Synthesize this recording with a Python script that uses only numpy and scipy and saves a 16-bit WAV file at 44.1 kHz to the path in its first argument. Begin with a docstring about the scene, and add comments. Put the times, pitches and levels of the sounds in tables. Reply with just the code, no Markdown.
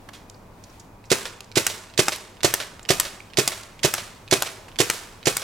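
"""Paintball shots at icicles

A paintball gun close on the right fires ten times at icicles under the eave of a house. Each time,
gas hisses behind the sliding bolt, then the barrel pops and throbs. Nine balls crack on the ice,
paint and chips patter on the wall, and the yard throws the sound back. The trigger and hands make
small ticks over a distant rumble and a wavering hum."""
import sys
import numpy as np
from scipy import signal
from scipy.fft import rfft, irfft, next_fast_len
from scipy.io import wavfile
from scipy.ndimage import uniform_filter1d

SR = 44100
rng = np.random.default_rng(int(sys.argv[2]) if len(sys.argv) > 2 else 0)


def bounce(signal):
    """Save signal as a 16-bit WAV file at the path given by the first command-line argument."""
    frames = np.transpose(np.atleast_2d(signal))
    limited = np.clip(frames, -1, 1)
    pcm = np.round(limited * 32767).astype(np.int16)
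    wavfile.write(sys.argv[1], SR, pcm)


N = 239680

# The tone of the distant rumble. Each row: pitch in Hz, level in dB.
RUMBLE_TONE = [(12, -43), (20, 1), (49, -8), (104, -9.5), (154, -9.5), (187, -7.5), (337, -13.5),
               (849, -15.5), (923, -13), (1330, -23), (2460, -32), (3250, -50), (16000, -44)]
# How alike the rumble is left and right. Each row: pitch in Hz, likeness (1 means the same).
RUMBLE_LIKENESS = [(25, 1), (60, 1), (240, 0.89), (950, 0.54), (3770, 0.12), (15000, 0.57)]
# A soft rustle that comes and goes. Each row: time in seconds, level in dB.
RUSTLE_LEVELS = [(0, -59), (.35, -62), (.5, -62.5), (.75, -55), (.9, -63.5), (2.5, -60), (5.43, -55)]
# How long the yard echoes. Each row: pitch in Hz, seconds to fade by 60 dB.
ECHO_FADE = [(150, 0.38), (500, 1), (1500, 0.79), (4000, 0.6), (8000, 0.57), (15000, 0.41)]
# The tone of the echoes. Each row: pitch in Hz, level in dB.
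ECHO_TONE = [(100, 8), (400, -9.5), (1000, 5.5), (3000, 3.5), (8000, 5), (15000, 0.5)]
# How far the left channel leads for sound from ahead. Each row: pitch in Hz, phase in radians.
PHASE_AHEAD = [(150, 0.015), (1000, 0.13), (2200, 0.47), (7500, -0.51), (10500, -0.39), (14000, 0.44)]
# The same for the gun at the side. Each row: pitch in Hz, phase in radians.
PHASE_BESIDE = [(110, -0.8), (220, 0), (1000, 0.75), (4400, 0.72), (7500, -1.3), (10500, -2), (14000, -5)]
# Ticks of hands and falling ice chips. Each row: start in seconds, level in dB, pitch in Hz,
# seconds to fade by 60 dB, width in octaves.
TICKS = [(0.0884, -27, 1500, 0.024, 1.4), (0.132, -43, 2600, 0.26, 2.1), (0.146, -49, 3250, 0.12, 0.18),
         (0.298, -25, 5340, 0.01, 0.94), (0.3436, -48, 4800, 0.035, 0.23), (0.638, -39.5, 5340, 0.035, 0.8),
         (0.698, -48, 5670, 0.028, 0.31), (0.797, -39, 5900, 0.049, 0.64), (0.726, -53, 5700, 0.02, 0.27),
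         (1.053, -51, 5750, 0.088, 0.63), (1.4057, -24.5, 2900, 0.014, 2.2), (1.443, -40, 5870, 0.018, .6),
         (2.158, -30, 9000, 0.03, 0.79), (2.794, -28, 1790, 0.013, 1.5), (2.829, -34, 7200, 0.019, 0.57),
         (3.075, -53, 12000, 0.015, .4), (3.204, -26.5, 2410, 0.011, 0.12),
         (3.633, -30.5, 4340, 0.017, 1.4), (4.682, -41, 1420, 0.071, 1.8)]
# Double clicks of the trigger. Each row: start in seconds, level in dB.
TRIGGER_CLICKS = [(1.041, -41), (1.516, -38.5), (1.899, -40), (1.938, -35.5), (2.369, -42), (2.406, -33),
                  (2.8516, -36), (3.301, -42), (3.335, -33), (3.792, -35.5), (4.2782, -35), (4.717, -46),
                  (4.759, -38), (5.1846, -54), (5.229, -36.5)]
# Patter after a ball lands. Each row: start in seconds, level in dB, pitch in Hz.
PATTERS = [(1.214, -40, 2050), (1.2543, -29, 2430), (1.698, -29, 3630), (2.12, -24.5, 2870),
           (2.6007, -25, 2110), (3.051, -30.5, 2460), (3.519, -33, 2540), (3.98, -29, 2470),
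           (4.461, -30.5, 2230), (4.939, -34.5, 3730), (5.417, -31.5, 2450)]
# Balls bursting on ice. Each row: time in seconds, crack level in dB, thud in dB above the crack,
# thud pitch in Hz, treble boost in dB per octave.
SPLATS = [(1.667, -2.5, -13, 2120, 12.5), (2.083, -4.5, -10.5, 1190, 4), (2.5395, -3.5, -14.5, 1250, 13),
          (2.9992, -2, -16, 1260, 14), (3.477, -2.5, -25, 1010, 9), (3.939, -3, -16.5, 1700, 12.5),
          (4.4226, -4.5, -12.5, 1100, 11), (4.9, -1.5, -14.5, 1770, 8.5), (5.3686, -5.5, -13, 1780, 13)]
# The tone of a cracking shell before that boost. Each row: pitch in Hz, level in dB.
CRACK_TONE = [(180, -9), (300, 2.5), (1060, -1.5), (2250, -1), (2740, -2.5), (6740, -5), (8090, -5.5),
              (9240, -11), (13000, -17), (16000, -31)]
# The tone of the gas behind the bolt. Each row: pitch in Hz, level in dB.
BOLT_TONE = [(180, -59), (300, -7), (1140, -9), (2000, -2.5), (5520, 0.5), (8220, -5.5), (13300, -13.5),
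             (16000, -37)]
# The tone of the gas leaving the barrel, before its bass is cut. Each row: pitch in Hz, level in dB.
ROAR_TONE = [(470, 13.5), (800, -1.5), (1520, -5), (2050, -1.5), (2770, -4), (6820, -4), (12800, -12),
             (16000, -34.5)]
# The shots. Each row: pop time in seconds, hiss level in dB, pop level in dB,
# second throb in dB above the pop.
SHOTS = [(1.1160, -24, -6.5, -21), (1.5702, -22, -7, -3), (1.9904, -21.5, -9.5, 5.5),
         (2.4455, -23, -10, -0.5), (2.9030, -19.5, -8, -2), (3.3847, -21, -9, 1.5), (3.846, -21, -11, 3),
         (4.325, -20.5, -9, -1), (4.801, -21.5, -9, -1.5), (5.27, -24.5, -8.5, -1)]
# Two fences repeat each shot. Each row: delay in milliseconds, level in dB.
FENCES = [(20.8, -19), (30.6, -17.5)]

LEAD_S = .005  # build-up before a hiss or a crack
STROKE_MS, PINCH_MS = 14.0, 1.8  # the hiss starts, then is pinched off, this long before the pop


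def amp(db):
    """Turn decibels into a factor to multiply by."""
    return 10 ** (np.asarray(db) / 20)


def evened(x):
    """Scale a signal to an average power of 1."""
    return x / np.sqrt(np.mean(x ** 2) + 1e-20)


def read(points, hz):
    """Look up a pitch in a table, sliding between its rows."""
    f, value = np.transpose(points)
    return np.interp(np.log(hz + 1), np.log(f + 1), value)


def add(mix, start_s, sound):
    """Put a sound into the mix at its start time."""
    part = mix[:, round(start_s * SR):][:, :sound.shape[1]]
    part += sound[:, :part.shape[1]]


def panned(sound, pan_db):
    """Move a sound left (plus) or right (minus)."""
    return sound * amp([[pan_db / 2], [-pan_db / 2]])


def later(x, ms):
    """The same sound, delayed."""
    return np.pad(x, ((0, 0), (round(ms * SR / 1000), 0)))[:, :x.shape[1]]


def flutter(size, depth_db, smooth_samples):
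    """A level that wobbles at random."""
    return amp(depth_db * evened(uniform_filter1d(rng.standard_normal(size), smooth_samples)))


def noise(size, gain, likeness):
    """Two partly alike channels of noise, with their tone set by gain(hz)."""
    hz = np.fft.rfftfreq(size, 1 / SR)
    left, other = rfft(rng.standard_normal((2, size)))
    same = np.clip(likeness(hz) if callable(likeness) else likeness, -1, 1)
    right = same * left + np.sqrt(1 - same ** 2) * other
    return evened(irfft(gain(hz) * np.array([left, right]), size))


def peak(centre_hz, width_hz):
    """A tone curve that favours one pitch."""
    return lambda hz: 1 / (1 + ((hz - centre_hz) / width_hz) ** 2)


def close_likeness(hz):
    """Left and right hear a close source a little less alike in the treble."""
    return .93 - 0.075 * hz / (hz + 6000)


def mic_ports(x, phase):
    """The microphone's two openings hear each pitch slightly out of step."""
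    size = next_fast_len(N)
    shift = np.exp(1j * read(phase, np.fft.rfftfreq(size, 1 / SR)))
    left = irfft(rfft(x[0], size) * shift, size)
    return np.array([left[:N], x[1]])


def background():
    """A distant rumble that swells, a fuzzy low hum, a faint whine and a soft rustle."""
    t = np.arange(N) / SR
    waves = [np.sin(2 * np.pi * (hz * t + rng.random())) / np.sqrt(hz) for hz in np.geomspace(.3, 8, 20)]
    swell_db = evened(sum(waves))
    rumble = noise(N, lambda hz: amp(read(RUMBLE_TONE, hz)), lambda hz: read(RUMBLE_LIKENESS, hz))
    hum = amp(-56) * noise(N, peak(centre_hz=103.3, width_hz=8), likeness=.98)
    rustle = noise(N, lambda hz: (1 + (np.log2((hz + 1) / 1600) / 2.76) ** 2) ** -1.8, likeness=0.34)
    rustle *= amp(np.interp(t, *np.transpose(RUSTLE_LEVELS)))
    whine = amp(-73) * noise(N, peak(centre_hz=2480, width_hz=60), likeness=0.32)
    return amp(-49.5 + swell_db) * rumble + hum + whine + rustle


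def yard(x):
    """Walls, fences and trees return clumps of echoes; each pitch fades at its own speed."""
    echoes = rng.standard_normal((2, SR)) * (np.arange(SR) > 400)
    echoes *= flutter(SR, depth_db=1.6, smooth_samples=200)
    echoes[1] += 0.99 * echoes[0]  # the two sides partly share them
    echoes[0] *= 1.15
    hz, t, bands = signal.stft(echoes, SR, nperseg=256)
    fade = amp(read(ECHO_TONE, hz)[:, None] - 60 * t / read(ECHO_FADE, hz)[:, None])
    tail = signal.istft(bands * fade, SR, nperseg=256)[1]
    return signal.fftconvolve(x[None], tail / np.linalg.norm(tail[0]), axes=1)[:, :N]


def burst(db, centre_hz, fade_s, octaves, pan_db, rise_s, snap, grain_db):
    """A small knock makes a grainy burst of noise; the air dulls its top."""
    def tone(hz):
        band = (1 + (np.log2((hz + 1) / centre_hz) / octaves) ** 2) ** -1.5
        return band / (1 + (hz / 12500) ** 4)

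    t = np.arange(8192) / SR
    tail = amp(-60 * t / fade_s) * flutter(8192, grain_db, smooth_samples=70)
    shape = (1 - np.exp(-t / rise_s)) * (tail + snap * np.exp(-t / 0.00053))
    return panned(amp(db) * shape * noise(8192, tone, likeness=0.85), pan_db)


def tick(db, centre_hz, fade_s, octaves):
    """A hand taps the gun, or a chip of ice lands."""
    return burst(db, centre_hz, fade_s, octaves, pan_db=-3.5, rise_s=0.00092, snap=0.22, grain_db=1.5)


def trigger(db):
    """A small part strikes and bounces once."""
    click = burst(db, 2800, fade_s=0.013, octaves=1, pan_db=-5.5, rise_s=0.000086, snap=0.14, grain_db=2)
    return click + amp(-4) * later(click, ms=6.7)


def patter(db, centre_hz):
    """Paint and chips rattle on the wall, whose boards give a short low knock."""
    rattle = burst(db, centre_hz, fade_s=0.14, octaves=1.82, pan_db=-2.5,
                   rise_s=.0006, snap=1.3, grain_db=2.5)
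    boards = burst(db - 4.5, centre_hz=575, fade_s=0.075, octaves=0.47, pan_db=-2.5,
                   rise_s=0.0015, snap=0, grain_db=-0.5)
    return rattle + boards


def splat(db, thud_db, thud_hz, treble_db):
    """The shell cracks, the paint sprays briefly, and the ground sends back a duller copy."""
    t = np.arange(2048) / SR - LEAD_S
    shape = np.exp(-abs(t) / 0.0023) + 0.22 * np.exp(-abs(t) / 0.0042)
    shape *= np.clip(t / 0.0011 + 0.59, 0, 1)
    spray = noise(2048, lambda hz: amp(read(CRACK_TONE, hz) + treble_db * np.log2(1 + hz / 4000)), 0.91)
    crack = shape * spray
    crack /= abs(crack).max()
    # a short, dull knock with a quick soft rise sounds with the crack
    swell = np.exp(np.minimum(t, 0) / 0.00087 - np.maximum(t, 0) / 0.0031)
    thud = amp(thud_db) * swell * noise(2048, peak(thud_hz, width_hz=650), likeness=1)
    dull = signal.lfilter(*signal.butter(N=2, Wn=8000, fs=SR), crack + 1.3 * thud)
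    ground = amp(-10.5) * later(dull, ms=8.8)
    return panned(amp(db) * (crack + thud + ground), pan_db=0.4)


def bolt(db):
    """Gas rushes behind the bolt in a fluttering hiss that is pinched off as the ball leaves."""
    t = np.arange(2048) / SR - LEAD_S
    open_s = (STROKE_MS - PINCH_MS) / 1000
    leak = .1 * np.exp(np.minimum(t, 0) / .0025)  # a little escapes before the valve snaps open
    rush = np.clip(t / 0.001, 0, 1) * (0.8 + 1.1 * np.exp(-abs(t - .002) / 0.001))
    pinch = np.exp(-np.maximum(t - open_s, 0) / .0018)
    shape = (leak + rush) * pinch * flutter(2048, depth_db=2.2, smooth_samples=60)
    hiss = noise(2048, lambda hz: amp(read(BOLT_TONE, hz)), close_likeness)
    return panned(amp(db) * shape * hiss, pan_db=-6.5)


def gas_roar(t, ages):
    """Each throb lets out a puff of swirling gas, over a roar that holds and then dies."""
    strengths = amp(6.6 * rng.standard_normal(8) - 3.1 * np.arange(8))[:, None]
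    puffs = (strengths * np.exp(-ages / 0.0013) * (ages > 0)).sum(0)
    hold = np.clip(t / 0.00099, 0, 1) * np.exp(-np.maximum(t - .014, 0) / 0.0069)
    tail = 0.14 * np.clip(t / 0.0037, 0, 1) * np.exp(-t / 0.044)
    shape = hold * (0.51 + 1.28 * puffs) + tail
    gas = noise(len(t), lambda hz: amp(read(ROAR_TONE, hz)) * hz**2 / (hz**2 + 600**2), close_likeness)
    return panned(shape * gas, pan_db=-7)


def pop(db, second_db):
    """A pressure swing leaves the barrel and throbs inside it; a wall and two fences repeat it."""
    round_trip_s, swing_hz, ring_hz, heave_hz = 0.00288, 450, 365, 130
    t = np.arange(4096) / SR
    ages = np.maximum(t - np.arange(8)[:, None] * round_trip_s, 0)  # seconds since each throb began
    throb_db = np.r_[0, second_db, -8 - .3 * second_db - 9 * np.arange(6)] + .8 * rng.standard_normal(8)
    throbs = -np.sin(2 * np.pi * swing_hz * ages) * (ages / .00105) * np.exp(1 - ages / .00105)
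    swing = (amp(throb_db)[:, None] * throbs).sum(0)
    # the air in the barrel rings on faintly once the throbs have died
    ring = np.cos(2 * np.pi * ring_hz * (t - .0011)) * np.clip(t / .014, 0, 1) ** 2
    ring *= amp(-12 + .3 * second_db - 60 * t / .1)
    # a low heave and the near wall's echo both grow with the second throb
    heave = np.cos(2 * np.pi * heave_hz * (t - .0031)) * (t / .0036) * np.exp(1 - t / .0036)
    heave *= amp(-17.5 + 0.28 * second_db)
    wall = amp(-13.5 + 0.85 * second_db) * later(panned(swing, 1.8), ms=8.3)
    roar = amp(-15) * gas_roar(t, ages)
    # the gun's metal body rings unevenly
    body = amp(-34 - 60 * t / 0.31) * noise(4096, peak(centre_hz=2530, width_hz=70), close_likeness)
    direct = amp(db) * panned(swing, -2.5) + roar + body
    fences = sum(amp(echo_db) * later(direct[::-1], ms) for ms, echo_db in FENCES)
    return direct + fences + amp(db) * (panned(ring, -0.83) + wall) + panned(heave, 1.2)


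def scene():
    """Place the shots, hits and small sounds, then add the echoes and the background."""
    gun, hits, small = np.zeros((3, 2, N))
    spikes = np.zeros(N)  # a gas blast or a bursting ball reaches the far walls as a plain spike
    for start, hiss_db, pop_db, second_db in SHOTS:
        add(gun, start - STROKE_MS / 1000 - LEAD_S, bolt(hiss_db))
        add(gun, start, pop(pop_db, second_db))
        spikes[round(start * SR)] = amp(2)
    for start, db, *settings in SPLATS:
        add(hits, start - LEAD_S, splat(db, *settings))
        spikes[round(start * SR)] = amp(db)
    for table, source in (PATTERS, patter), (TICKS, tick), (TRIGGER_CLICKS, trigger):
        for start, *settings in table:
            add(small, start, source(*settings))
    # so small a barrel gives off no deep bass
    gun = signal.sosfiltfilt(signal.butter(N=2, Wn=62, btype="high", fs=SR, output="sos"), gun)
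    spikes = signal.lfilter(*signal.butter(N=1, Wn=[700, 10000], btype="band", fs=SR), spikes)
    low_throb = signal.lfilter(*signal.butter(N=2, Wn=900, fs=SR), gun.mean(0))
    to_walls = amp(-11.5) * low_throb + amp(3.5) * spikes + amp(-14) * small.mean(0)
    # every 0.46 seconds gets its own scatter of echoes, so each shot's tail sounds a little different
    turn = np.arange(N) / SR // .46
    echoes = sum(yard(to_walls * (turn == k)) for k in range(12))
    return mic_ports(gun, PHASE_BESIDE) + mic_ports(hits + small + echoes, PHASE_AHEAD) + background()


def record(dry):
    """The microphone's amplifier rounds off the loudest peaks; then the highest treble is cut."""
    rounded = 1.33 * np.tanh(dry / 1.259)
    treble_cut = signal.firwin(511, cutoff=16300, window=("kaiser", 9), fs=SR)
    return signal.oaconvolve(rounded, treble_cut[None], "same")


dry = scene()
out = record(dry)
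bounce(out)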